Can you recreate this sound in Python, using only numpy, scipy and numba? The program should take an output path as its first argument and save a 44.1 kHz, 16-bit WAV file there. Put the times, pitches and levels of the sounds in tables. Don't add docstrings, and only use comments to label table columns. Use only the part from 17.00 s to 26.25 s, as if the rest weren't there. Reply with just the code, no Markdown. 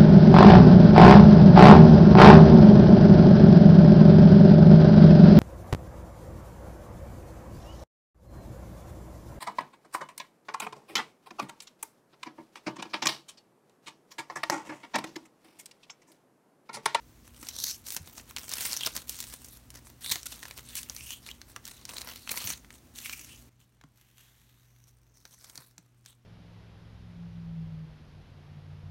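import sys
import numpy as np
from scipy import signal
from scipy.fft import rfft, irfft
from scipy.io import wavfile
from scipy.ndimage import uniform_filter1d
from numba import njit

SR = 44100
rng = np.random.default_rng(int(sys.argv[2]) if len(sys.argv) > 2 else 0)


def materialize(psi):
    bounded = np.clip(np.atleast_2d(psi).T, -1, 1)
    quanta = np.round(bounded * 32767).astype(np.int16)
    wavfile.write(sys.argv[1], SR, quanta)


N = 407925
TIME = np.arange(N) / SR

# freq_hz, relative_db
VENT_NEAR = [(20, -39.5), (38, -9.5), (55, 6), (160, -8), (280, -5.5), (450, -15.5), (900, -19),
             (3000, -26), (16000, -29)]
# freq_hz, relative_db
VENT_FAR = [(20, -32), (40, -2), (80, 2.5), (300, -7), (500, -15), (2500, -22), (16000, -35.5)]
# freq_hz, near_db, far_db
MAINS_HUM = [(55.2, -69.5, -74), (120.7, -65, -66.5), (238.7, -68.5, -84.5)]
# start_s, level_db, pitch_hz, t60_s
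TABLE_BUMPS = [(0.428, -27, 292, 0.023), (1.001, -39.5, 86, 0.27), (3.106, -41, 100, 0.21),
               (3.999, -46, 67, 0.53), (5.442, -35.5, 101, 0.15), (5.468, -47, 159, 0.37),
               (6.838, -42.5, 152, 0.12), (8.579, -41, 148, 0.068), (8.783, -45.5, 169, 0.088)]
# freq_hz, relative_db
CANVAS_SPECTRUM = [(90, -1.5), (200, 2), (400, -0.5), (550, 1.5), (750, -0.5), (1000, 3), (2400, -4),
                   (4000, -19.5)]
# start_s, level_db
CANVAS_TAPS = [(0.4277, -46.5), (0.9643, -40), (1.868, -34.5), (1.965, -39.5), (3.158, -41.5),
               (3.8977, -48), (4.5624, -43), (8.2519, -53.5), (8.578, -51.5), (8.7794, -59)]
# freq_hz, relative_db
SKIN_SPECTRUM = [(900, -7), (1900, 0.5), (5000, -5), (9500, -6), (12500, -2), (16000, -9)]
# time_s, level_db
GLIDE_ENVELOPE = [(6.9, -85), (6.99, -66.5), (7.14, -71), (7.21, -57.5), (7.33, -66), (7.8, -72.5),
                  (7.96, -93)]
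# centre_s, level_db
CLOTH_BRUSHES = [(.27, -58.5), (.375, -55), (1.078, -49), (1.18, -43), (1.3, -49.5), (2.335, -54),
                 (2.555, -51.5), (2.76, -51), (2.876, -49.5), (3.356, -45.5), (3.579, -46.5), (3.905, -49),
                 (4.507, -52), (5.745, -55), (6.61, -64), (7.89, -63.5), (8.335, -57)]
# start_s, end_s, scratch_db, swell_db, canvas_db, tilt_db_per_octave
HAND_STROKES = [(0.425, 0.514, -50, -1.5, -60.5, 1), (0.542, 0.704, -41, 13.5, -60.5, 1.5),
                (0.874, 0.934, -43, 3.5, -60.5, 2), (1.395, 1.482, -49, -1, -56.5, 3),
                (1.507, 1.595, -39.5, -1.5, -51.5, -1.7), (1.608, 1.665, -35, 0, -49, -0.5),
                (1.695, 1.86, -37.5, -1, -53, -1), (1.89, 2, -49, 3.5, -57.5, 0),
                (2.102, 2.344, -45.5, -5.5, -63.5, 0), (2.36, 2.558, -57, 7, -71.5, 2.5),
                (3.045, 3.157, -38.5, 3.5, -58.5, -1), (3.295, 3.513, -49, -6.5, -60.5, 0),
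                (3.657, 3.799, -47.5, 11.5, -67.5, -0.5), (3.949, 4.133, -45.5, 10.5, -71, 0.3),
                (4.249, 4.302, -48, 5.5, -60, -0.6), (4.665, 4.846, -52.5, -6.5, -67.5, -2.5),
                (4.91, 5.105, -45.5, -1.5, -48, -1), (5.12, 5.287, -52, -4, -82, -0.5),
                (5.32, 5.403, -39.5, -0.5, -49.5, -0.3), (5.427, 5.498, -34, 2, -45.5, -0.5),
                (5.978, 5.998, -43.5, 1, -67, 0), (6.058, 6.405, -50.5, -15, -78, -1),
                (8.156, 8.41, -64.5, 11.5, -79.5, -0.5), (8.446, 8.61, -55.5, -6, -57.5, 0.5),
                (8.635, 8.705, -64.5, -5, -89, 0.2), (9.085, 9.108, -60.5, -3, -71.5, -0.5)]
# start_s, end_s, first_hz, last_hz, width_hz, boost_db
# the negative row is a hollow dip near 2.5 kHz heard at the far spot
STRIP_MODES = [(0.477, 0.732, 3320, 4670, 2070, 10.5), (0.467, 0.776, 5600, 5700, 3000, 10.5),
               (1.755, 1.789, 5900, 5440, 1400, 10), (1.792, 1.87, 3400, 2900, 1700, 8),
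               (3.034, 3.117, 3500, 3870, 1100, 10), (3.09, 3.184, 1850, 1890, 795, 5),
               (3.944, 4.222, 2380, 3250, 900, 11), (4.225, 4.28, 3600, 4000, 900, 8),
               (4.283, 4.338, 1900, 4140, 1100, 11.5), (4.633, 5.58, 3870, 4400, 900, 5),
               (5.45, 5.605, 6100, 6550, 1700, 7), (6.034, 6.125, 1900, 2200, 1500, 5.5),
               (6.014, 6.42, 2520, 2620, 1100, 7), (6.942, 7.703, 2600, 4000, 1200, 4.5),
               (7.598, 8.452, 5980, 6000, 1390, 7), (7.901, 8.951, 2500, 2520, 3000, -8),
               (9.059, 9.15, 3480, 3230, 1400, 11)]
# start_s, level_db (crack energy taken over 1 ms), pitch_hz
BUCKLE_SNAPS = [(0.4283, -37.5, 6040), (0.487, -26, 5560), (0.588, -31, 5270), (0.868, -34, 7500),
                (.905, -27.5, 7200), (0.9652, -22.5, 5500), (0.9722, -33, 3260), (1.198, -40, 1900),
                (1.3642, -25.5, 3180), (1.3702, -28, 2550), (1.384, -30, 4200), (1.493, -29, 7500),
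                (1.516, -29, 5350), (1.537, -21, 5440), (1.608, -26.5, 6050), (1.655, -25, 2320),
                (1.7311, -20.5, 5000), (1.7659, -25, 5850), (1.772, -24.5, 7500), (1.8085, -25, 3370),
                (1.872, -24, 2800), (1.9648, -22, 8050), (1.976, -30, 3500), (2.0945, -22.5, 9050),
                (2.2036, -25, 7100), (2.24, -33.5, 5080), (2.446, -38, 6800), (2.704, -38, 6800),
                (3.0613, -27.5, 3540), (3.101, -25.5, 4820), (3.1216, -18.5, 4800), (3.157, -25, 3730),
                (3.231, -34.5, 5140), (3.326, -35.5, 2620), (3.4289, -32.5, 1850), (3.454, -34.5, 1700),
                (3.51, -34, 2500), (3.587, -40, 3400), (3.754, -25, 7770), (3.831, -32, 6100),
                (3.8976, -27, 5600), (3.9642, -31.5, 4570), (4.008, -38, 3800), (4.106, -29, 5470),
                (4.2639, -35.5, 3020), (4.2886, -35.5, 2500), (4.3133, -33.5, 4000), (4.4157, -36.5, 2360),
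                (4.5619, -30, 1640), (4.654, -33, 7030), (4.6778, -34, 7400), (4.853, -31.5, 4700),
                (4.892, -31.5, 4570), (4.968, -32, 3400), (4.9827, -27.5, 4350), (5.0167, -29.5, 4380),
                (5.275, -31, 2650), (5.2926, -25.5, 2600), (5.296, -30, 2610), (5.3401, -34, 980),
                (5.358, -34.5, 7000), (5.3744, -24.5, 2070), (5.3812, -28.5, 8000), (5.442, -30.5, 4300),
                (5.473, -25, 4370), (5.505, -32, 2200), (5.646, -45.5, 1500), (5.705, -39.5, 2500),
                (5.987, -31.5, 4530), (6.0587, -34, 2300), (6.0956, -29, 3100), (6.194, -36.5, 4800),
                (6.812, -48.5, 1365), (6.8377, -46.5, 990), (7.84, -54, 5500), (8.2531, -40, 3340),
                (8.4444, -41.5, 3600), (8.498, -41, 4160), (8.5559, -37.5, 5450), (8.5769, -33, 3100),
                (8.7806, -40.5, 4100), (9.0606, -40.5, 4420)]
# start_s, length_s, level_db
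GLUE_RIPS = [(.637, 0.0062, -28), (1.823, 0.018, -30), (1.856, 0.021, -28), (3.112, 0.0096, -24),
             (3.256, 0.016, -33), (3.763, 0.032, -34.5), (5.313, 0.012, -36), (5.512, 0.03, -36),
             (6.124, 0.016, -35)]
# freq_hz, relative_db
SCRATCH_SPECTRUM = [(900, -15.5), (1400, -9), (2000, -4), (4200, 0), (6500, -2), (9000, 0), (12000, -1.5),
                    (16000, -4)]
# centre_hz, width_hz, gain_db
MIC_BANDS = [(5000, 350, -2.5), (5970, 930, 2.5), (10420, 630, -5)]

MOVE_S = 6.493
ROOM_T60_S, CUTOFF_HZ = 0.18, 16000
GRIP_S, RELEASE_DB_PER_S = 0.042, 294
BRUSH_HALF_WIDTH_S, BRUSH_CANVAS_REL_DB = 0.019, -7
REST_NEAR_DB, REST_FAR_DB, REST_CANVAS_REL_DB = -73.5, -78, -4.5
TILT_PIVOT_HZ = 5520


def from_db(db):
    return 10 ** (np.asarray(db) / 20)


def unit_rms(x):
    return x / np.sqrt(np.mean(x ** 2) + 1e-20)


def drift(rate_hz):
    knots = rng.standard_normal(20000)
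    return unit_rms(np.interp(TIME * rate_hz, np.arange(len(knots)), knots))


def bandpass(x, low_hz, high_hz, order=1):
    sos = signal.butter(order, [low_hz, min(high_hz, .45 * SR)], "band", fs=SR, output="sos")
    return signal.sosfilt(sos, x)


def colour(x, spectrum):
    size = 8192
    hz, db = np.transpose(spectrum)
    grid_hz = np.maximum(np.fft.rfftfreq(size, 1 / SR), 1)
    gain = from_db(np.interp(np.log(grid_hz), np.log(hz), db)) * np.minimum(grid_hz / hz[0], 1) ** 2
    cepstrum = irfft(np.log(gain))[:size // 2]
    cepstrum[1:] *= 2
    impulse = irfft(np.exp(rfft(cepstrum, size)))[:size // 2]
    return unit_rms(signal.fftconvolve(x, impulse)[:N])


@njit
def resonate(x, hz, width_hz):
    r, y = np.exp(-np.pi * width_hz / SR), np.zeros(len(x))
    for i in range(2, len(x)):
        drive = (1 - r * r) / 2 * (x[i] - x[i - 2])
        y[i] = drive + 2 * r * np.cos(2 * np.pi * hz[i] / SR) * y[i - 1] - r * r * y[i - 2]
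    return y


def slips(per_s, spread_db, decay_s):
    onsets = np.flatnonzero(rng.random(N) < per_s / SR)
    kicks = np.full(N, 1e-18)
    kicks[onsets] = from_db(spread_db * np.minimum(rng.exponential(1, len(onsets)), 4)) ** 2
    power = signal.lfilter([1], [1, -np.exp(-1 / (decay_s * SR))], kicks)
    return power / power.mean()


def vent_and_hum():
    near = TIME < MOVE_S
    vent_near = from_db(-57.5) * colour(rng.standard_normal(N), VENT_NEAR)
    vent_far = from_db(-69.5) * colour(rng.standard_normal(N), VENT_FAR)
    out = np.where(near, vent_near, vent_far)
    for hz, near_db, far_db in MAINS_HUM:
        rms = from_db(np.where(near, near_db, far_db) + 2.4 * drift(5))
        out += np.sqrt(2) * rms * np.sin(2 * np.pi * hz * TIME + 0.084 * drift(1.5))
    return out


def room_tail(x):
    t = TIME[:SR // 2]
    tail = bandpass(rng.standard_normal(len(t)), 140, 9000) * from_db(-60 * t / ROOM_T60_S) * (t > .003)
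    return signal.fftconvolve(x, tail / np.sqrt(np.sum(tail ** 2)))[:N]


def table_bumps(rise_s, overtone_ratio):
    out, t = np.zeros(N + SR), TIME[:SR // 2]
    for start_s, level_db, hz, t60_s in TABLE_BUMPS:
        onset = int(start_s * SR)
        decay, phase = from_db(-60 * t / t60_s), 2 * np.pi * hz * t
        modes = decay * np.sin(phase) + decay ** 2 * np.sin(overtone_ratio * phase)
        out[onset:onset + len(t)] += from_db(level_db) * (1 - np.exp(-t / rise_s)) * modes
    return out[:N]


def canvas_taps(decay_s):
    thuds, t = np.zeros(N), TIME[:SR // 10]
    for start_s, level_db in CANVAS_TAPS:
        onset = int(start_s * SR)
        thuds[onset:onset + len(t)] += from_db(level_db) * np.exp(-t / decay_s) * rng.standard_normal(len(t))
    return thuds.std() * colour(thuds, CANVAS_SPECTRUM)


def skin_glide():
    time_s, level_db = np.transpose(GLIDE_ENVELOPE)
    speed = from_db(np.interp(TIME, time_s, level_db)) * (TIME > time_s[0]) * (TIME < time_s[-1])
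    ridges = np.sqrt(1 + from_db(-1.5) * slips(per_s=110, spread_db=3.5, decay_s=0.0013))
    return speed * colour(ridges * rng.standard_normal(N), SKIN_SPECTRUM)


def hand_envelopes():
    scratch_power = from_db(np.where(TIME < MOVE_S, REST_NEAR_DB, REST_FAR_DB)) ** 2
    canvas_power = scratch_power * from_db(REST_CANVAS_REL_DB) ** 2
    weighted_tilt = np.zeros(N)
    for start_s, end_s, scratch_db, swell_db, canvas_db, tilt_db_per_octave in HAND_STROKES:
        span = slice(int((start_s - GRIP_S) * SR), int(end_s * SR) + SR // 4)
        t = TIME[span]
        grip = np.clip(1 + (t - start_s) / GRIP_S, 0, 1)
        envelope = grip * from_db(-RELEASE_DB_PER_S * np.maximum(t - end_s, 0))
        progress = np.clip((t - start_s) / (end_s - start_s), 0, 1)
        power = (envelope * from_db(scratch_db + swell_db * (progress - .5))) ** 2
        scratch_power[span] += power
        weighted_tilt[span] += power * tilt_db_per_octave
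        canvas_power[span] += (envelope * from_db(canvas_db)) ** 2
    for centre_s, level_db in CLOTH_BRUSHES:
        span = slice(int(centre_s * SR) - SR // 8, int(centre_s * SR) + SR // 8)
        power = (from_db(level_db) / (1 + ((TIME[span] - centre_s) / BRUSH_HALF_WIDTH_S) ** 2)) ** 2
        scratch_power[span] += power
        canvas_power[span] += power * from_db(BRUSH_CANVAS_REL_DB) ** 2
    return np.sqrt(scratch_power), np.sqrt(canvas_power), weighted_tilt / scratch_power


def strip_ring(x, overtone_ratio, overtone_db):
    out = x.copy()
    for start_s, end_s, first_hz, last_hz, width_hz, boost_db in STRIP_MODES:
        span = slice(int(start_s * SR), int(end_s * SR))
        part = x[span]
        hz = np.linspace(first_hz, last_hz, len(part))
        fade = signal.windows.tukey(len(part), .3)
        for ratio, gain in [(1.0, 1), (overtone_ratio, from_db(overtone_db))]:
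            ring = resonate(resonate(part, hz * ratio, width_hz * ratio), hz * ratio, width_hz * ratio)
            out[span] += gain * (from_db(boost_db) - 1) * ring * fade
    return out * np.sqrt(uniform_filter1d(x ** 2, size=900) / uniform_filter1d(out ** 2, size=900))


def buckle_snaps(crack_cycles, flutter_s, flutter_db, band_ratio, ring_db, ring_cycles, knock_s):
    cracks, knocks, t = np.zeros(N), np.zeros(N), TIME[:1500]
    for start_s, level_db, hz in BUCKLE_SNAPS:
        span = slice(int(start_s * SR), int(start_s * SR) + len(t))
        age = t * hz / crack_cycles
        envelope = age * np.exp(1 - age) + from_db(flutter_db) * np.exp(-t / flutter_s)
        snap = bandpass(envelope * rng.standard_normal(len(t)), hz / band_ratio, hz * band_ratio)
        ring = np.sin(2 * np.pi * hz * t) * np.exp(-t * hz / ring_cycles)
        snap += np.abs(snap).max() * from_db(ring_db) * ring
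        energy = np.sum(snap[:SR // 250] ** 2) / (SR / 1000)
        cracks[span] += from_db(level_db) * snap / np.sqrt(energy)
        knock_gain = from_db(level_db - 21) * np.sqrt(3000 / hz)
        knocks[span] += knock_gain * np.exp(-t / knock_s) * rng.standard_normal(len(t))
    return cracks, knocks.std() * colour(knocks, CANVAS_SPECTRUM)


def glue_crackle(force, tilt_db_per_octave, stickiness, fold_share, patchy_db):
    edges_hz, crackle = np.geomspace(700, 17000, num=13), 0
    big_slips = slips(per_s=420, spread_db=5.0, decay_s=0.001)
    for low_hz, high_hz in zip(edges_hz, edges_hz[1:]):
        folds = slips(per_s=260, spread_db=6.0, decay_s=0.0016)
        grain = (1 - fold_share) * big_slips + fold_share * folds
        octaves = np.log2(np.sqrt(low_hz * high_hz) / TILT_PIVOT_HZ)
        band_gain = from_db(patchy_db * drift(22) + tilt_db_per_octave * octaves)
        drive = force * np.sqrt(1 - stickiness + stickiness * grain) * band_gain
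        crackle += bandpass(drive * rng.standard_normal(N), low_hz, high_hz, order=2)
    return crackle, force * np.sqrt(1 - stickiness + stickiness * big_slips)


def tape_peel():
    effort, canvas_gain, tilt_db_per_octave = hand_envelopes()
    force = effort * from_db(1.9 * drift(70))
    for start_s, length_s, level_db in GLUE_RIPS:
        progress = np.clip((TIME - start_s) / length_s, 0, 1)
        force = np.hypot(force, from_db(level_db) * np.sqrt(np.abs(np.sin(np.pi * progress))))
    tug = canvas_gain / effort
    stickiness = tug / (tug + from_db(-25.5))
    crackle, pull = glue_crackle(force, tilt_db_per_octave, stickiness, fold_share=0.35, patchy_db=2.5)
    scratch = from_db(-0.29) * np.sqrt(np.mean(force ** 2)) * colour(crackle, SCRATCH_SPECTRUM)
    body = tug * pull * rng.standard_normal(N)
    return scratch, from_db(-1.8) * body.std() * colour(body, CANVAS_SPECTRUM)


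def scene():
    scratch, body = tape_peel()
    cracks, knocks = buckle_snaps(crack_cycles=1.06, flutter_s=0.0049, flutter_db=-8, band_ratio=1.74,
                                  ring_db=-13.5, ring_cycles=4.1, knock_s=0.0043)
    tape = strip_ring(scratch + cracks + skin_glide(), overtone_ratio=2.25, overtone_db=-15.5)
    canvas = body + knocks + canvas_taps(decay_s=0.0095)
    direct = tape + canvas + table_bumps(rise_s=0.0079, overtone_ratio=1.8)
    return (direct + from_db(-17) * room_tail(direct) + vent_and_hum())[None]


def record(dry):
    for hz, width_hz, gain_db in MIC_BANDS:
        band = signal.lfilter(*signal.iirpeak(hz, hz / width_hz, fs=SR), dry)
        dry = dry + (from_db(gain_db) - 1) * band
    return signal.sosfilt(signal.ellip(12, .2, 80, CUTOFF_HZ, fs=SR, output="sos"), dry)


dry = scene()
out = record(dry)
materialize(out)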